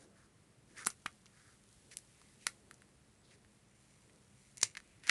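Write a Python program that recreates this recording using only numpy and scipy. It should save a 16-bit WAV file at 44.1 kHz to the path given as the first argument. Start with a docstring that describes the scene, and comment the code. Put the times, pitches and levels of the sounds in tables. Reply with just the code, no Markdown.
"""A bedroom, close up on a planner: fingers lift a paper sticker off the page and press it down again.
The stiff paper snaps and ticks as it buckles and as the glue lets go, and parting glue strands crackle
in the lifted flap. In between, fingertips swish over the page, an arm shifts on the bedding and the
jolted planner thuds. The room answers briefly, over a low rumble, a distant hum and a faint hiss."""
import sys
import numpy as np
from scipy import signal
from scipy.fft import rfft, irfft, next_fast_len
from scipy.io import wavfile
from scipy.ndimage import uniform_filter1d, map_coordinates

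SR = 44100
rng = np.random.default_rng(int(sys.argv[2]) if len(sys.argv) > 2 else 0)


def output_pcm(signal):
    """Save a mono or channel-first signal as 16-bit PCM at the path in sys.argv[1].

    Samples are clipped to [-1, 1] before scaling.
    """
    pcm = np.clip(np.atleast_2d(signal).T, -1, 1) * 32767
    wavfile.write(sys.argv[1], SR, np.round(pcm).astype(np.int16))


N = 224899
TIME = np.arange(N) / SR
HIT_SAMPLES = 4096
HIT_HZ = np.fft.rfftfreq(HIT_SAMPLES, 1 / SR)
LEAD_S = 0.003  # fibres start to give this long before a snap


def amp(db):
    """Decibels to gain."""
    return 10 ** (np.asarray(db) / 20)


def unit(x):
    """x at rms 1."""
    return x / np.sqrt(np.mean(x ** 2) + 1e-30)


def along(points, hz):
    """A curve of (frequency, value) points, read on a log axis."""
    freqs, values = np.transpose(points)
    return np.interp(np.log(hz + 1), np.log(freqs), values)


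def hump(hz, centre, q):
    """Gain of a broad resonance with steep skirts."""
    return 1 / (1 + (q * ((hz + 1) / centre - centre / (hz + 1))) ** 2)


def wobble(rate):
    """Smooth random modulation, rate knots a second."""
    return map_coordinates(rng.standard_normal(int(N * rate / SR) + 4), [TIME * rate])


def filtered(x, gain):
    """x through an EQ whose gain is a function of frequency."""
    size = next_fast_len(N + 8192)
    return irfft(rfft(x, size) * gain(np.fft.rfftfreq(size, 1 / SR)), size)[:N]


def noise(eq):
    """Noise coloured by an EQ curve, at rms 1."""
    return unit(filtered(rng.standard_normal(N), lambda hz: amp(along(eq, hz))))


def crackle(rate, scatter_db):
    """Random clicks, rate a second, their levels spread by scatter_db."""
    clicks = (rng.random(N) < rate / SR) * rng.choice([-1, 1], N)
    return clicks * amp(scatter_db * rng.standard_normal(N))


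def add(track, s, wave):
    """Mix a wave into the track at time s."""
    part = track[max(round(s * SR), 0):][:len(wave)]
    part += wave[:len(part)]


# EQ of the room's rumble: f/Hz, relative level/dB
RUMBLE_EQ = [(15, -54), (25, -27.5), (33, -17), (45, -4.5), (80, -4), (130, 1), (165, -4.5), (205, -5),
             (250, -9.5), (330, -11), (500, -15), (900, -21), (2000, -31), (6000, -57.5)]
# EQ of the microphone's hiss: f/Hz, relative level/dB
HISS_EQ = [(200, -7.5), (1000, 7.5), (2000, 9), (3300, 1.5), (6000, -4), (10400, -13.5), (11300, -20),
           (12500, -32)]
# tones of a distant appliance: f/Hz, level/dB
HUM_TONES = [(125, -87.5), (204, -79.5)]
def room_tone(rumble_db=-69, hiss_db=-77, waver_db=2.06, drift_rad=1.1):
    """The bed: low rumble, the microphone's own hiss and an appliance's wavering hum."""
    hum = np.zeros(N)
    for hz, db in HUM_TONES:
        peak = np.sqrt(2) * amp(db + waver_db * wobble(12))
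        hum += peak * np.sin(2 * np.pi * hz * TIME + drift_rad * wobble(17))
    return amp(rumble_db) * noise(RUMBLE_EQ) + amp(hiss_db) * noise(HISS_EQ) + hum


# the bedroom's decay: f/Hz, t60/s
ROOM_DECAY = [(200, 0.28), (800, 0.12), (2000, 0.12), (5500, 0.11), (11000, 0.12)]
def reverb(x, predelay_s=0.006, wet_db=-15):
    """A short soft room tail in which the lows hang longest."""
    hz, t, bands = signal.stft(rng.standard_normal(SR // 3), SR, nperseg=256)
    decay = amp(-60 * t / along(ROOM_DECAY, hz)[:, None])
    tail = signal.istft(bands * decay, SR, nperseg=256)[1]
    tail = np.pad(tail / np.linalg.norm(tail), (round(predelay_s * SR), 0))
    return amp(wet_db) * signal.fftconvolve(x, tail)[:N]


# fader ride of the shifting arm: t/s, level/dB before trim
ARM_RIDE = [(0.0, -67), (0.24, -76), (0.87, -68.5), (1.24, -79.5), (2.47, -70.5), (2.8, -68), (3.97, -79),
            (4.32, -80), (5.05, -70)]
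# EQ of the bedding: f/Hz, relative level/dB
CLOTH_EQ = [(80, -24), (280, 0.5), (450, -1), (1000, -17.5), (3000, -40.5)]
def arm(trim_db=-6, waver_db=5.5):
    """Soft, dull swells of cloth under the moving arm."""
    level_db = trim_db + np.interp(TIME, *np.transpose(ARM_RIDE)) + waver_db * wobble(6.3)
    return amp(level_db) * noise(CLOTH_EQ)


# EQ of skin on paper: f/Hz, relative level/dB
SKIN_EQ = [(500, -67), (2000, -20.5), (3200, -6.5), (4200, -2), (6000, -0.5), (8000, -3), (10000, 1),
           (11200, -17), (12500, -25)]
def skin(slips):
    """Gives tiny slips the bright tone of skin on paper, at rms 1."""
    return unit(filtered(slips, lambda hz: amp(along(SKIN_EQ, hz))))


# fader ride of the creeping hand: t/s, level/dB before trim
HAND_RIDE = [(0.0, -79), (0.6, -79.5), (0.8, -77), (2.38, -72.5), (2.74, -77), (3.56, -79), (4.53, -75),
             (5.05, -78)]
# EQ of its silky whisper: f/Hz, relative level/dB
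WHISPER_EQ = [(1000, -15.5), (3000, -0.5), (6000, -1.5), (9000, 3.5), (10800, 0.5), (12500, -16.5)]
def resting_hand(trim_db=2, tick_db=-6, waver_db=1):
    """The hand whispers as it creeps on the page, with a fine crackle of catching fibres."""
    ticks = skin(crackle(rate=500, scatter_db=5))
    level_db = trim_db + np.interp(TIME, *np.transpose(HAND_RIDE)) + waver_db * wobble(9.2)
    return amp(level_db) * (noise(WHISPER_EQ) + amp(tick_db) * ticks)


def squeak(s=3.2, width_s=0.023, centre_hz=7930, glide_per_s=1.7, peak_db=-74):
    """A fingertip sticks and slips very fast: a faint rising whistle."""
    hz = centre_hz * (1 + glide_per_s * np.clip(TIME - s, -2 * width_s, 2 * width_s))
    swell = np.exp(-((TIME - s) / width_s) ** 2)
    return amp(peak_db) * swell * np.sin(2 * np.pi * np.cumsum(hz) / SR)


def friction(grain_db=3):
    """Dense tiny slips of uneven strength."""
    return rng.standard_normal(N) * amp(grain_db * wobble(900))


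# fingertip slides: start t/s, end t/s, swish f/Hz, swish level/dB before fades, hiss/dB over the swish
FINGER_STROKES = [(-0.02, 0.058, 1600, -71.5, 6), (0.16, 0.273, 1440, -70.5, -4),
                  (0.69, 0.785, 1600, -72, 0.5), (0.771, 0.841, 1670, -49.5, -5),
                  (1.343, 1.56, 1580, -69, -3), (1.913, 1.943, 2050, -57.5, 2),
                  (2.115, 2.383, 2050, -75, -11), (2.406, 2.483, 2460, -66, 0.5),
                  (3.24, 3.318, 3700, -72.5, -2), (3.309, 3.361, 2000, -68, 0),
                  (4.835, 5.052, 2240, -73, -12.5), (5.04, 5.097, 1900, -56, -4),
                  (5.081, 5.12, 1840, -41.5, -10.5)]
def strokes(swish_q=1.97, fade_db=5.5, sag_octaves=0.23, attack_share=0.08, release_share=0.056):
    """Skin hisses over fibres and the page resonates: a swish, softer and lower as the finger slows."""
    out = np.zeros(N)
    hiss = skin(friction())
    slips = friction()
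    for start, end, swish_hz, swish_db, hiss_db in FINGER_STROKES:
        progress = (TIME - start) / (end - start)
        touch = (1 + np.tanh(progress / (2 * attack_share))) / 2
        lift = (1 + np.tanh((1 - progress) / (2 * release_share))) / 2
        done = np.clip(progress, 0, 1)
        high = unit(filtered(slips, lambda hz: hump(hz, swish_hz * 2 ** (sag_octaves / 2), swish_q)))
        low = unit(filtered(slips, lambda hz: hump(hz, swish_hz / 2 ** (sag_octaves / 2), swish_q)))
        swish = (1 - done) * high + done * low
        out += touch * lift * amp(swish_db - fade_db * done) * (swish + amp(hiss_db) * hiss)
    return out


# jolts of the planner: t/s, f/Hz, starting level/dB, t60/s
PLANNER_JOLTS = [(0.869, 233, -44, 0.029), (1.0581, 202, -41, 0.019), (1.072, 64.5, -56, .09),
                 (4.634, 110, -50.5, 0.11)]
def thuds():
    """The jolted planner sinks on the bedding: soft, quickly damped knocks."""
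    out, t = np.zeros(N), np.arange(HIT_SAMPLES) / SR
    for s, hz, db, t60 in PLANNER_JOLTS:
        add(out, s, amp(db - 60 * t / t60) * np.sin(2 * np.pi * hz * t))
    return out


# resonances of the lifted flap: f/Hz, width/Hz, relative level/dB
FLAP_MODES = [(2170, 800, -1), (2870, 560, -9.5), (4190, 1300, -7), (5930, 650, -4.5), (7200, 810, -3),
              (9040, 1100, -3)]
def flap(hz):
    """Gain of the sticker's loose end, which rings in broad papery bands."""
    return sum(amp(db) * hump(hz, centre, centre / width) for centre, width, db in FLAP_MODES)


# pulls on the sticker: start t/s, end t/s, crackle level/dB at the end
STICKER_PULLS = [(3.633, 4.007, -74), (4.3, 4.465, -73), (4.571, 4.628, -59)]
def peel(strands_per_s=900, tautness=1.8, swell_db=5.5, release_db_per_s=149.5):
    """Glue strands part one by one, each plucking the flap; pulled taut, it rings more narrowly."""
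    level = np.zeros(N)
    for start, end, db in STICKER_PULLS:
        slack = np.clip((end - TIME) / (end - start), 0, 1)  # the crackle grows with the tension
        since_end = np.maximum(TIME - end, 0)
        level += (TIME > start) * amp(db - swell_db * slack - release_db_per_s * since_end)
    strands = crackle(strands_per_s, scatter_db=6)
    return level * unit(filtered(strands, lambda hz: flap(hz) ** tautness))


def settling(cues, trim_db=-28, delay_s=0.0056, t60_s=0.11, ticks_per_s=1200):
    """After each snap the sheet crinkles on, the more so the brighter the snap and harder the flutter."""
    level, t = np.zeros(N), np.arange(SR // 3) / SR
    for s, level_db, _, crack_db, tick_db, flutter_db in cues:
        brightness = min(1, np.hypot(amp(crack_db), amp(crack_db + tick_db)))
        add(level, s + delay_s, brightness * amp(level_db + flutter_db + trim_db - 60 * t / t60_s))
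    ticks = crackle(ticks_per_s, scatter_db=0)
    return level * unit(filtered(ticks, lambda hz: flap(hz) ** 1.1))


def snap_force(flutter_db, lead_db=-13, flutter_t60_s=0.013):
    """Fibres start to give, the paper breaks free, and bending waves flutter to and fro in the sheet."""
    t = np.arange(HIT_SAMPLES) / SR - LEAD_S
    lead = rng.standard_normal(HIT_SAMPLES) * amp(-24 * abs(t) / LEAD_S) * (t < 0)
    flutter = rng.standard_normal(HIT_SAMPLES) * amp(-60 * abs(t) / flutter_t60_s) * (t > 0)
    force = amp(lead_db) * lead / np.linalg.norm(lead)
    force += amp(flutter_db) * flutter / np.linalg.norm(flutter)
    force[round(LEAD_S * SR)] = 1  # the break itself
    return force


def struck(force, gain):
    """A body with this gain answers a short force, evened out across the bands: a hit of energy 1."""
    spectrum = rfft(force, HIT_SAMPLES)
    trend = np.sqrt(abs(uniform_filter1d(abs(spectrum) ** 2, size=50)))
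    cepstrum = irfft(np.log(np.maximum(gain / trend, 1e-6)))
    cepstrum[1:HIT_SAMPLES // 2] *= 2  # minimum phase keeps the attack sharp
    cepstrum[HIT_SAMPLES // 2 + 1:] = 0
    wave = irfft(np.exp(rfft(cepstrum)) * spectrum)
    return wave / np.linalg.norm(wave)


# EQ of the thump in the pad of pages: f/Hz, relative level/dB
THUMP_EQ = [(30, -20), (90, -24), (210, -2.5), (330, -6.5), (460, -6.5), (650, -14), (900, -5),
            (1300, -14.5), (3000, -73)]
# EQ of the glue's tick: f/Hz, relative level/dB
TICK_EQ = [(2000, -40), (6000, -29), (7700, 2), (9000, -1.5), (10400, 10), (11300, 2), (12500, -2)]
# paper snaps: t/s, level/dB over 4 ms, flex f/Hz, crack/dB over the flex, tick/dB over the crack,
# flutter/dB over the break before trim
SNAP_CUES = [(0.8483, -48.5, 1600, 11, -15, 2), (0.8595, -44.5, 1400, 14, -5, -9),
             (0.865, -34.5, 1070, 12, -14, 5), (0.87, -24, 1430, -7.5, 12.5, -2),
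             (0.9028, -45, 1500, 10, -8, 13), (1.0606, -33.5, 1310, -14, -2, -1.5),
             (1.0626, -36, 2310, -12.5, -2.5, 6), (1.2587, -58.5, 1200, 6, -17, -16),
             (1.2643, -59.5, 2640, -1, -12, 5), (1.9707, -38, 2950, 6, 6.5, -17),
             (1.9876, -53.5, 1810, 12, -1, -10), (2.216, -59.5, 1170, -3.5, -5, -3),
             (2.4684, -26.5, 1725, -1.5, -0.5, -6), (2.7116, -49, 1560, -9, 3.5, -6),
             (2.7424, -59, 2000, 18, -5, -7), (2.8203, -58, 1600, -11, 5, -7),
             (3.448, -63.5, 1800, -12, 0, -10), (4.097, -66.5, 2100, -21, -5, -7),
             (4.5722, -50.5, 2200, 12, -1, -8), (4.5804, -48, 1900, 18, -6, -2),
             (4.615, -39.5, 2090, 13, -9.5, -5), (4.629, -32.5, 1100, 8.5, -21.5, -1.5),
             (4.631, -20, 2080, 12.5, -14.5, 7), (4.7518, -47, 2000, -7, -9, 3),
             (4.77, -40, 1910, -6.5, -8.5, 5), (4.7756, -47.5, 1710, -4, -4, -1),
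             (4.8027, -56, 1720, -6, -2, -9), (5.0368, -53, 1900, -7, -8, -8),
             (5.0703, -44, 1920, 0, -8, -15), (5.0776, -42, 1500, 4, -24, -6),
             (5.0955, -19.5, 2000, -6, -12, -2)]
def snaps(flex_q=1.62, mid_flex_hz=1704, crack_hz=4930, crack_q=1.44, ring=4.4, flutter_trim_db=3):
    """The loose paper flexes, its edge cracks, the glue ticks and the pages thump; then it settles."""
    out = np.zeros(N)
    ringing = 1 + ring * flap(HIT_HZ)
    for s, level_db, flex_hz, crack_db, tick_db, flutter_db in SNAP_CUES:
        flex = unit(hump(HIT_HZ, flex_hz, flex_q))
        edge_hz = crack_hz * 2 ** (0.021 * crack_db)  # a sharper snap cracks higher
        crack = amp(crack_db) * unit(ringing * hump(HIT_HZ, edge_hz, crack_q))
        tick = amp(crack_db + tick_db) * unit(ringing * amp(along(TICK_EQ, HIT_HZ)))
        sheet = unit(np.sqrt(flex ** 2 + crack ** 2 + tick ** 2))
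        thump_db = -22 - 13 * np.log2(flex_hz / mid_flex_hz)  # a larger piece flexes lower, thumps harder
        thump = amp(thump_db) * unit(amp(along(THUMP_EQ, HIT_HZ)))
        hit = struck(snap_force(flutter_db + flutter_trim_db), np.hypot(sheet, thump))
        add(out, s - LEAD_S, np.sqrt(0.004 * SR) * amp(level_db) * hit)
    return out + settling(SNAP_CUES)


def scene():
    """The mono mix: close paper with a touch of reverb, over the arm and the room tone."""
    paper = snaps() + thuds() + peel() + strokes() + squeak() + resting_hand()
    return (paper + reverb(paper) + arm() + room_tone())[None]


def record(dry):
    """A brick-wall high cut on the mix."""
    cutoff_hz = 11700
    return np.array([filtered(x, lambda hz: 1 / np.sqrt(1 + (hz / cutoff_hz) ** 100)) for x in dry])


dry = scene()
out = record(dry)
output_pcm(out)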